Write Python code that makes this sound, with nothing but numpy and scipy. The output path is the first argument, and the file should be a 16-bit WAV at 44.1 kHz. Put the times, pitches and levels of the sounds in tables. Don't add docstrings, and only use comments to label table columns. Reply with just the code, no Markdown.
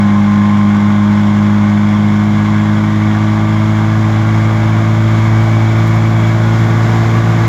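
import sys
import numpy as np
from scipy import signal
from scipy.fft import rfft, irfft
from scipy.io import wavfile
from scipy.ndimage import uniform_filter1d, minimum_filter1d

SR = 44100
rng = np.random.default_rng(int(sys.argv[2]) if len(sys.argv) > 2 else 0)


def unload_wav(signal):
    wavfile.write(
        sys.argv[1],
        SR,
        np.round(np.clip(np.atleast_2d(signal).T, -1, 1) * 32767).astype(np.int16),
    )


N = 329868
TIME = np.arange(N) / SR
HZ = np.fft.rfftfreq(N, 1 / SR)

# time_s, turns_per_s
CRANK_SPEED = [(0.0, 51.0), (1.3, 51.67), (1.6, 51.66), (2.4, 52.27), (3.7, 53.52), (4.2, 54.13),
               (5.2, 54.95), (6.2, 55.37), (6.9, 56.15), (7.48, 56.31)]
# crank_order, off_resonance_db
BOOM_ORDERS = [(2, -20), (4, -27), (6, -30)]
# crank_order, slowest_db, fastest_db
DRONE_ORDERS = [(1, -38, -32), (3, -27.5, -20.5), (5, -40.5, -34.5), (7, -34.5, -46), (8, -47, -35)]
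# crank_order, off_resonance_db
BLOCK_ORDERS = [(9, -53), (10, -47), (11, -48), (13, -51.5), (14, -55), (15, -49), (16, -46.5), (17, -46.5),
                (18, -42.5), (19, -52), (19.5, -49.5), (20, -48), (21, -50.5), (21.5, -52.5), (22, -47.5),
                (22.5, -50.5), (23, -55.5), (25, -49.5), (27, -55.5), (28, -53), (29, -48.5), (30, -51),
                (31, -56.5), (32, -52), (33, -54.5), (35, -53.5), (36, -55), (37, -50), (39, -57),
                (40, -57.5), (42, -60), (43, -61)]
# crank_order, off_resonance_db
WHINE_ORDERS = [(12, -44.5), (20.5, -39), (26, -51.5), (41, -51.5), (61, -59.5)]
# pitch_hz, width_hz, lift_db
CAB_MODES = [(110.5, 12.7, 9.5), (202.65, 26.7, 18), (317.5, 11, 4.5), (333.7, 29, 5.5)]
# pitch_hz, width_hz, lift_db
PANEL_MODES = [(557, 13, 6.5), (605.5, 44, 11.5), (727, 36, 11.5), (813, 27, 10), (1045, 45, 7.5),
               (1172, 47, 10.5), (1446, 54, 8.5), (1682, 48, 11), (1848, 25, 7), (2196, 53, 2.5),
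               (2296, 43, 9), (3330, 70, 7.5), (3620, 60, 6), (4420, 95, 8), (5470, 70, 17.5),
               (6750, 100, 7), (7160, 120, 10)]
# pitch_hz, width_hz, lift_db
SHEET_MODES = [(618, 26, 8.5), (641, 15, 11), (1050, 15, 13.5), (1152, 16, 7.5), (1410, 12, 14),
               (1450, 28, 17.5), (2142, 27, 11.5), (2260, 34, 17), (3385, 44, 17)]
# frequency_hz, relative_db
ROAD_SPECTRUM = [(30, -32.5), (100, -10.5), (450, -6), (750, 1.5), (1200, -7), (2000, -8), (2700, -19.5),
                 (3600, -18), (4400, -22), (7200, -24.5), (8000, -35), (9800, -43.5), (12100, -34),
                 (13500, -43.5), (15700, -44)]
# frequency_hz, relative_db
WIND_SPECTRUM = [(20, -35.5), (45, -24.5), (75, -12.5), (105, -7), (135, -1), (190, -7), (260, -11),
                 (350, -17), (480, -24.5), (900, -31.5), (3000, -69)]
# frequency_hz, relative_db
CLATTER_SPECTRUM = [(30, -41.5), (150, -18.5), (300, -16), (480, -19), (620, -10.5), (850, -3.5),
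                    (1130, -1), (1320, -6), (1600, -7), (1800, -11.5), (2150, -4.5), (2550, -17.5),
                    (3500, -14.5), (4300, -25), (7200, -26.5), (8100, -41), (12000, -42), (15000, -50)]
# slowest_db, fastest_db
ROAR_DB = (-35.5, -24)
# start_s, level_db, decay_s
RATTLE_TICKS = [(5.782, -47, .012), (5.868, -40, .014), (5.880, -48, .012), (5.957, -46, .012),
                (6.21, -52, .01), (6.343, -52, .01)]


def gain_of(db):
    return 10 ** (np.asarray(db) / 20)


def unit_rms(x):
    return x / np.sqrt(np.mean(x ** 2) + 1e-20)


def spectrum_db(points):
    hz, db = np.transpose(points)
    return np.interp(np.log(HZ + 1), np.log(hz), db)


def coloured(x, eq_db):
    return unit_rms(irfft(rfft(x) * gain_of(eq_db), N))


def wander(rate_hz):
    steps = np.arange(0, N, 64)
    hz = np.fft.rfftfreq(len(steps), steps[1] / SR)
    noise = rng.standard_normal(len(steps))
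    drift = irfft(rfft(noise) / (1 + (hz / rate_hz) ** 2), len(steps))
    return np.interp(np.arange(N), steps, unit_rms(drift))


def lift_db(modes, hz):
    return sum(db / (1 + (2 * (hz - pitch) / width) ** 2) for pitch, width, db in modes)


def cab_ripple(width_hz=35):
    delay_s = np.fft.rfftfreq(len(HZ), HZ[1])
    echoes = rfft(rng.standard_normal(len(HZ))) * np.exp(-(delay_s * width_hz) ** 2)
    return unit_rms(irfft(echoes, len(HZ)))


def road(pace, panel_ring=0.16, ripple_db=1.5, swell_db=0.4):
    eq_db = spectrum_db(ROAD_SPECTRUM) + panel_ring * lift_db(PANEL_MODES, HZ) + ripple_db * cab_ripple()
    roar = coloured(rng.standard_normal(N), eq_db)
    slow_db, fast_db = ROAR_DB
    return roar * gain_of(slow_db + (fast_db - slow_db) * pace + swell_db * wander(8))


def wind(pace, level_db=-25.5, rise_db=6, gust_db=0.3):
    rumble = coloured(rng.standard_normal(N), spectrum_db(WIND_SPECTRUM))
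    return rumble * gain_of(level_db + rise_db * pace ** 3 + gust_db * wander(2))


def loose_part(low_cut_hz=4500):
    envelope = np.zeros(N)
    for start_s, level_db, decay_s in RATTLE_TICKS:
        age = np.maximum(TIME - start_s, 0) / decay_s
        envelope += gain_of(level_db) * (TIME > start_s) * np.exp(-age ** 2)
    grains = rng.standard_normal(N) * rng.exponential(1, N)
    low_cut_db = -10 * np.log10(1 + (low_cut_hz / (HZ + 1)) ** 2)
    return envelope * coloured(grains, low_cut_db)


def clatter(turns, level_db=-26.5, panel_ring=0.24, uneven_db=0.64, ripple_db=2.27):
    angle = 2 * np.pi * turns
    stroke, turn, firing = np.cos(2 * angle), np.cos(angle), np.cos(angle / 2)
    pulse = 1 + 0.11 * stroke + 0.086 * turn + 0.048 * firing
    noise = rng.standard_normal(N) * pulse * gain_of(uneven_db * wander(25))
    eq_db = spectrum_db(CLATTER_SPECTRUM) + panel_ring * lift_db(PANEL_MODES, HZ)
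    return gain_of(level_db) * coloured(noise, eq_db + ripple_db * cab_ripple())


def sheet_whine(turns, speed, level_db=-1, surge_per_order=0.014, max_surge=0.35, slip=0.16):
    out = np.zeros(N)
    for order, db in WHINE_ORDERS:
        surge = min(surge_per_order * order, max_surge)
        envelope = gain_of(db + lift_db(SHEET_MODES, order * speed)) * (1 + surge * wander(20))
        cycles = order * turns + slip * surge * wander(14)
        out += envelope * np.cos(2 * np.pi * cycles)
    return np.sqrt(2) * gain_of(level_db) * out


def block_buzz(turns, speed, level_db=2.5, flutter_at_1khz=0.3, flutter_hz=8):
    panel_gain = gain_of(lift_db(PANEL_MODES, HZ))
    out = np.zeros(N)
    for order, db in BLOCK_ORDERS:
        pitch_hz = order * speed
        flutter = 1 + flutter_at_1khz * pitch_hz / 1000 * wander(flutter_hz)
        envelope = gain_of(db) * np.interp(pitch_hz, HZ, panel_gain) * flutter
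        out += envelope * np.cos(2 * np.pi * (order * turns + rng.random()))
    return np.sqrt(2) * gain_of(level_db) * out


def engine_drone(turns, speed, pace, boom_waver_db=0.24, waver_db=0.9, dispersion=0.12, odd_lag_rad=1.2):
    def tone(order, db):
        lag_rad = dispersion * (order - 2) ** 2 + odd_lag_rad * (order % 2)
        return -np.sqrt(2) * gain_of(db) * np.cos(2 * np.pi * order * turns - lag_rad)
    out = np.zeros(N)
    for order, db in BOOM_ORDERS:
        out += tone(order, db + lift_db(CAB_MODES, order * speed) + boom_waver_db * wander(10))
    for order, slow_db, fast_db in DRONE_ORDERS:
        out += tone(order, slow_db + (fast_db - slow_db) * pace + waver_db * wander(2.1))
    return out


def scene(jitter_turns=0.002):
    speed = np.interp(TIME, *np.transpose(CRANK_SPEED))
    pace = (speed - speed.min()) / np.ptp(speed)
    turns = rng.random() + np.cumsum(speed) / SR + jitter_turns * wander(6.1)
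    engine = engine_drone(turns, speed, pace) + block_buzz(turns, speed)
    engine += sheet_whine(turns, speed) + clatter(turns)
    return (engine + wind(pace) + road(pace) + loose_part())[None]


def record(dry, ceiling=0.9, window_samples=2200, high_cut_hz=15750):
    allowed_gain = np.minimum(1, ceiling / (abs(dry) + 1e-9))
    held_gain = minimum_filter1d(allowed_gain, window_samples)
    limited = dry * uniform_filter1d(held_gain, window_samples)
    high_cut = signal.firwin(1023, high_cut_hz, window=("kaiser", 9), fs=SR)
    return signal.oaconvolve(limited, high_cut[None], "same")


dry = scene()
out = record(dry)
unload_wav(out)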